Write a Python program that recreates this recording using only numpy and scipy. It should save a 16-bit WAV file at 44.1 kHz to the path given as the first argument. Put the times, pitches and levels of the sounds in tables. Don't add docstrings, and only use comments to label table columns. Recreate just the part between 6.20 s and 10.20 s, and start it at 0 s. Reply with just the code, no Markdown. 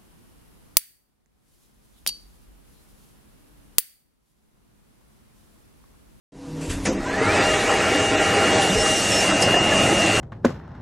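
import sys
import numpy as np
from scipy import signal
from scipy.fft import rfft, irfft, next_fast_len
from scipy.io import wavfile
from scipy.ndimage import uniform_filter1d, map_coordinates

SR = 44100
rng = np.random.default_rng(int(sys.argv[2]) if len(sys.argv) > 2 else 0)


def to_linear_factor(level_db):
    exponent = np.asarray(level_db, float) / 20
    return 10 ** exponent


def output_pcm(signal):
    pcm = np.clip(np.atleast_2d(signal).T, -1, 1) * 32767
    wavfile.write(sys.argv[1], SR, np.round(pcm).astype(np.int16))


N = 176400

# frequency in Hz, level in dB per Hz.
VALVE_SPECTRUM = [(530, -52), (900, -45), (960, -5.5), (2520, 0), (2750, -1), (3270, -5.5), (5560, -6.5),
                  (7130, -1), (12000, -14), (15600, -45), (22000, -120)]


def unit(x):
    return x / np.sqrt(np.mean(x ** 2) + 1e-20)


def clock():
    return np.arange(N) / SR


def along(points, hz):
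    f, v = np.transpose(points)
    return np.interp(np.log(hz + 1), np.log(f + 1), v)


def curves(rows):
    s, *columns = np.transpose(rows)
    return [np.interp(clock(), s, column) for column in columns]


def wobble(rate):
    knots = rng.standard_normal(int(N * rate / SR) + 4)
    return map_coordinates(knots, [clock() * rate])


def filtered(x, response):
    m = next_fast_len(N + SR // 2)
    return irfft(rfft(x, m) * response(np.fft.rfftfreq(m, 1 / SR)), m)[:N]


def resonances(rows):
    def response(f):
        total = 0
        for k, (centre, width, db) in enumerate(rows):
            damping = 1j * f * width
            total = total + (-1) ** k * to_linear_factor(db) * damping / (centre * centre - f * f + damping)
        return total
    return response


def rush(spectrum, patchy_db):
    z = signal.stft(rng.standard_normal(N), nperseg=512)[2]
    patches = uniform_filter1d(rng.standard_normal(z.shape), 5, 0)
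    patches = unit(uniform_filter1d(patches, 10, 1))
    x = signal.istft(z * to_linear_factor(patchy_db * patches), nperseg=512)[1][:N]
    return unit(filtered(x, lambda hz: to_linear_factor(along(spectrum, hz))))


def burst(s, attack, t60):
    t = np.clip(clock() - s, 0, None)
    return (1 - np.exp(-t / attack)) * to_linear_factor(-60 * t / t60)


def spell(s, length, edge):
    return np.clip(np.minimum(clock() - s, s + length - clock()) / edge, 0, 1)


def tone(hz, drift_hz, flutter_db):
    flutter = (wobble(24.96) + wobble(90)) * np.sqrt(.5)
    phase = 2 * np.pi * np.cumsum(hz + drift_hz * wobble(30)) / SR
    return np.sqrt(2) * to_linear_factor(flutter_db * flutter) * np.sin(phase)


def hall():
    # frequency in Hz, level in dB per Hz.
    air_spectrum = [(15, -19), (40, -8.5), (110, -14.5), (220, -9), (400, -12), (1100, -24), (1350, -29),
                    (7000, -35), (12000, -41), (14000, -120)]
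    # hum in Hz, drift in Hz, level in dB, start in seconds, end in seconds.
    hum_spells = [
        (156, 1.1, -34, .26, .49),
        (154, 1, -37.5, 0, 0.2),
        (274.4, 1, -34.5, 0, 1.08),
        (310.4, 5, -39.5, 0.16, 1.2),
        (486, 4, -42.5, 0.022, 0.55),
        (967, 15, -52.5, 0, 4.8),
        (2256, 8.3, -36.5, 1.3, 2.4),
    ]
    out = to_linear_factor(-34) * rush(air_spectrum, patchy_db=1.5)
    for hz, drift, db, start, end in hum_spells:
        out = out + to_linear_factor(db) * spell(start, end - start, 0.023) * tone(hz, drift, 1.9)
    return out


def valve_puffs():
    # start in seconds, level in dB, attack in seconds, t60 in seconds.
    vents = [
        (0.407, -37, 0.0051, 0.65),
        (0.495, -28, 0.0061, 0.25),
        (1.136, -28.5, 0.0065, 0.34),
        (1.735, -27, 0.0051, .12),
        (2.33, -25.5, .006, .2),
        (2.405, -28, 0.004, 0.1),
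        (2.429, -29, .005, .3),
        (3.001, -23, 0.007, 0.36),
        (3.221, -13, 0.0019, 0.055),
    ]
    envelope = sum(to_linear_factor(db) * burst(s, attack, t60) for s, db, attack, t60 in vents)
    return envelope * rush(VALVE_SPECTRUM, patchy_db=1.5)


def mount_bumps():
    # start in seconds, level in dB, t60 in seconds.
    shocks = [
        (.48, -31, 1.8),
        (2.3, -40, 0.51),
        (2.561, -22, 0.25),
        (2.97, -37.5, 0.15),
        (3.2, -35, 0.66),
    ]
    # frequency in Hz, level in dB per Hz.
    thump_spectrum = [(15, -2.5), (45, 12.5), (70, -5), (190, 0.5), (400, -48)]
    envelope = sum(to_linear_factor(db) * burst(s, .01, t60) for s, db, t60 in shocks)
    return envelope * rush(thump_spectrum, patchy_db=1.5)


def knocks():
    # start in seconds, level in dB, pitch in Hz, t60 in seconds.
    blows = [(2.394, -16.5, 787, 0.14), (2.4947, -21, 189, 0.46), (2.5552, -18.5, 443, .35),
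             (3.0404, -27, 1050, 0.2), (3.11, -21, 1333, 0.12), (3.8, -21.5, 688, 0.19),
             (2.5, -25, 3600, .1), (3.222, -18, 5170, 0.14), (3.222, -25.5, 8500, 0.11),
             (1.742, -20, 556, 0.12), (3.53, -21, 204.6, 0.33), (0.48, -29.5, 87.3, 1.4),
             (.655, -25, 198.6, 0.54), (.66, -25, 335, 0.63), (.66, -24, 530, 0.32), (.7, -26, 402, 0.32),
             (1.0013, -28, 103.7, 0.92), (1.01, -24.5, 450, 0.57), (1.01, -24.5, 275, .3),
             (1.73, -23.5, 290, .5), (1.9, -22, 285, .3), (.85, -30.5, 1000, 0.44), (3.115, -23, 290, .5),
             (3.215, -19, 480, .2), (3.338, -19, 665, 0.14), (3.34, -20, 1750, .12),
             (3.365, -20.5, 710, 0.25), (3.3, -24.5, 420, 0.23), (3.6, -22, 270, .4), (3.69, -21, 420, .3),
             (3.83, -22, 320, .4), (3.5146, -20, 1720, 0.16), (3.51, -21.5, 606, .4),
             (3.69, -21, 806, 0.19), (3.004, -34.5, 6900, 0.11), (3.215, -21, 6800, .06)]
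    out = np.zeros(N + SR)
    t = np.arange(SR // 2) / SR
    hz = np.fft.rfftfreq(len(t), 1 / SR)
    for s, db, pitch, t60 in blows:
        shape = (1 - np.exp(-t / 0.0022)) * to_linear_factor(-60 * t / t60)
        mode = resonances([(pitch, 8 + 1e-5 * pitch ** 2, 0)])
        noise = irfft(rfft(rng.standard_normal(len(t))) * mode(hz), len(t))
        blow = unit(shape * noise) * np.sqrt(np.mean(shape ** 2))
        out[round(s * SR):][:len(t)] += to_linear_factor(db) * blow
    return out[:N]


def stop_clack():
    # frequency in Hz, level in dB per Hz.
    slam_spectrum = [(120, -32), (200, -0.5), (541, -5.5), (1300, -13), (1990, -9), (3960, -22),
                     (6180, -14), (12100, -42.5), (15700, -72), (22000, -120)]
    # frequency in Hz, t60 in seconds.
    ring_down = [(300, 0.59), (2000, 0.2), (8000, 0.3)]
    slam_s = .653
    hz, t, z = signal.stft(rush(slam_spectrum, patchy_db=1), SR, nperseg=256)
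    decay = to_linear_factor(-60 * np.clip(t - slam_s, 0, None) / along(ring_down, hz)[:, None])
    tail = signal.istft(z * decay, SR, nperseg=256)[1][:N]
    crack = to_linear_factor(-22) * burst(slam_s, .001, .05) * rush(VALVE_SPECTRUM, patchy_db=3)
    return to_linear_factor(-19) * burst(slam_s, 0.0027, 12) * tail + crack


def belt_rattle():
    # time in seconds, rattle level in dB.
    load = [(.7, -28), (.81, -34), (.93, -26), (1.18, -17), (1.3, -18.5), (1.5, -20), (1.9, -19.5),
            (2.2, -18.5), (2.37, -17.5), (2.5, -21), (2.62, -20.5), (2.8, -23), (3.1, -19.5), (3.28, -20),
            (3.5, -19.5), (4, -19)]
    # frequency in Hz, level in dB per Hz.
    roar_spectrum = [(35, -34), (62, -19), (90, -7.5), (629, -2.5), (945, -6), (1340, -5.5), (2620, -7),
                     (2770, -9.5), (3030, -13.5), (5000, -18.5), (6500, -30.5), (11000, -120)]
    # frequency in Hz, width in Hz, level in dB.
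    belt_frame = [(98.1, 24, -3.5), (293.7, 40, -2.5), (406.4, 45.4, 0), (491, 23, 0), (626.7, 23, 2.5),
                  (794, 20.7, 2.5), (1253, 18, -6), (1374, 16, -1), (1660, 150, -9), (1757, 19, -1),
                  (1898, 55, -4), (2258, 35, -9)]
    # frequency in Hz, width in Hz, level in dB.
    pusher_frame = [(103.6, 28, 3), (193.9, 28.3, 5.5), (334.6, 76, 3.5), (405, 120, -4.5),
                    (536.3, 120, 1.5), (652, 10, 6.5), (691, 6.2, 5.5), (826, 130, -2.5), (1269, 23, 1),
                    (1410, 31, -7), (1820, 58, -4), (2040, 70, -2), (2570, 70, -3)]
    links_per_s, scatter_db = 2500, 1
    rings = []
    for frame in (belt_frame, pusher_frame):
        hits = (rng.random(N) < links_per_s / SR) * rng.standard_normal(N)
        hits = hits * to_linear_factor(scatter_db * wobble(40))
        modes = resonances(frame)
        ring = filtered(hits, modes)
        rings.append(unit(filtered(ring, lambda f: np.abs(modes(f)) ** 0.29)))
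    share = np.interp(clock(), [2.6, 3.1], [0.11, .8])
    ring = np.sqrt(1 - share) * rings[0] + np.sqrt(share) * rings[1]
    roar = rush(roar_spectrum, patchy_db=2.5)
    db, = curves(load)
    runs = np.clip((clock() - load[0][0]) / 0.1, 0, 1)
    return runs * to_linear_factor(db + 0.33 * wobble(9)) * (to_linear_factor(-2.5) * ring + to_linear_factor(-4.5) * roar)


def gear_whine():
    # time in seconds, mesh frequency in Hz, level in dB.
    run_up = [(.78, 1180, -52), (.88, 1540, -41), (.945, 1750, -27), (1.06, 2170, -28.5), (1.13, 2490, -30),
              (1.2, 2700, -31), (1.27, 2815, -27.5), (1.5, 2826, -31), (1.72, 2826, -30), (1.8, 2826, -27),
              (2.0, 2827, -28.5), (2.45, 2826, -27.5), (2.62, 2819, -29), (2.69, 2817, -25),
              (2.8, 2817, -28), (3.08, 2819, -26), (3.14, 2826, -29), (3.36, 2826, -21.5),
              (3.51, 2826, -26.5), (3.58, 2826, -21.5), (3.7, 2826, -30), (3.76, 2826, -26), (4, 2826, -28)]
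    # time in seconds, half length in seconds, dip in dB.
    unloads = [
        (.966, .008, -12),
        (1.0, .006, -8),
        (1.078, .016, -8),
        (1.165, .008, -8),
        (1.2, .008, -8),
        (1.38, .011, -13),
        (1.45, .018, -20),
        (1.6, .018, -12),
        (1.925, .016, -24),
    ]
    hz, db = curves(run_up)
    rising = clock() < 1.25
    for s, half, dip_db in unloads:
        db = db + dip_db * np.exp(-((clock() - s) / half) ** 2)
    db = db + 2.5 * wobble(80) * rising
    hz = hz + 22 * wobble(90) * rising
    return (clock() > run_up[0][0]) * to_linear_factor(db) * tone(hz, 2.5, 1.3)


def compressed_air():
    # time in seconds, flow level in dB.
    flow = [(.8, -49), (1.17, -31.5), (1.53, -32), (2.3, -31), (2.5, -28.5), (2.6, -25.5), (3.03, -26.5),
            (3.15, -29.5), (3.35, -32), (3.65, -28.5), (4, -28)]
    # frequency in Hz, level in dB per Hz.
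    jet_spectrum = [(1710, -29.5), (2900, -12), (2970, -4), (3330, -7.5), (4930, -9), (5270, -8.5),
                    (5660, -4), (8090, -6), (12100, -20), (15700, -61), (22000, -120)]
    db, = curves(flow)
    runs = np.clip((clock() - flow[0][0]) / 0.036, 0, 1)
    return runs * to_linear_factor(db + .7 * wobble(12)) * rush(jet_spectrum, patchy_db=1.5)


def latch_tick():
    tick_spectrum = [(2000, -20), (3000, 0), (4200, 0), (9000, -6), (12000, -16)]  # (Hz, dB per Hz)
    return to_linear_factor(-21) * burst(2.416, .003, .13) * rush(tick_spectrum, patchy_db=2)


def bearing_squeal():
    # start in seconds, length in seconds, level in dB.
    squeals = [
        (2.555, .06, -34),
        (2.595, .045, -28.5),
        (2.645, .05, -37),
        (2.75, .075, -36),
        (2.905, .062, -26.5),
        (2.955, .068, -25.5),
    ]
    gate = sum(to_linear_factor(db) * spell(s, length, .018) for s, length, db in squeals)
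    return gate * tone(5371, 4, 1)


def pusher_whine():
    # time in seconds, frequency in Hz, level in dB.
    arm_gear = [(2.825, 2720, -64), (2.85, 2724, -32.5), (2.97, 2736, -36.5), (3.07, 2735, -32.5),
                (3.5, 2735, -33), (3.78, 2729, -39), (3.82, 2729, -26), (4, 2733, -31.5)]
    hz, db = curves(arm_gear)
    return to_linear_factor(db) * tone(hz, 2.5, 1.6)


def coarse_grain(x, size=1024):
    # frequency in Hz, usual level over the rounding step as a ratio.
    level_over_step = [(300, 4), (1500, 1.5), (3300, .58), (4600, .47), (6500, .9), (8300, .72),
                       (9200, .34), (12000, .285)]
    n, k = np.arange(2 * size) + .5, np.arange(size) + .5
    window = np.sin(np.pi * n / (2 * size))[:, None]
    basis = window * np.cos(np.pi / size * np.outer(n + size / 2, k)) * np.sqrt(2 / size)
    blocks = np.pad(x, (size + 400, 2 * size - 400 - N % size)).reshape(-1, size)
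    c = np.hstack([blocks[:-1], blocks[1:]]) @ basis
    loud = np.mean(c ** 2, axis=1, keepdims=True) + 1e-20
    shape = np.median((c ** 2 / loud).reshape(len(c), -1, 32), axis=(0, 2)).repeat(32)
    usual = loud * shape * 2.2
    now = 2.2 * np.median(c.reshape(len(c), -1, 16) ** 2, axis=2).repeat(16, axis=1)
    draw = rng.standard_normal((len(c), size // 32)) + .9 * rng.standard_normal((len(c), 1))
    swing = to_linear_factor(2.2 * unit(uniform_filter1d(draw, size=2, axis=0))).repeat(32, axis=1)
    finer = np.where(loud < to_linear_factor(2 * -26), 1.35, 1)
    fineness = along(level_over_step, k * SR / (2 * size)) * finer
    step = now ** .3 * usual ** .2 * swing / fineness + 1e-12
    out = (np.sign(c) * np.floor(np.abs(c) / step + .4) * step) @ basis.T
    return (out[1:, :size] + out[:-1, size:]).ravel()[400:][:N]


def scene():
    mono = hall() + valve_puffs() + mount_bumps() + knocks() + stop_clack() + belt_rattle()
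    mono = mono + gear_whine() + compressed_air() + latch_tick() + bearing_squeal() + pusher_whine()
    return np.array([mono, mono])


def roll_off(x):
    return signal.sosfilt(signal.butter(12, 12000, fs=SR, output="sos"), x)


def record(dry):
    t = clock() - .12
    fade = np.clip(t / 0.0038, 0, 1) * np.clip(0.11 + t / 0.42, 0, 1)
    heard = coarse_grain(dry[0] * fade)
    heard = filtered(heard, lambda hz: hz < 12090) * (t > 0)
    return roll_off(np.tile(heard, (2, 1)))


dry = scene()
out = record(dry)
output_pcm(out)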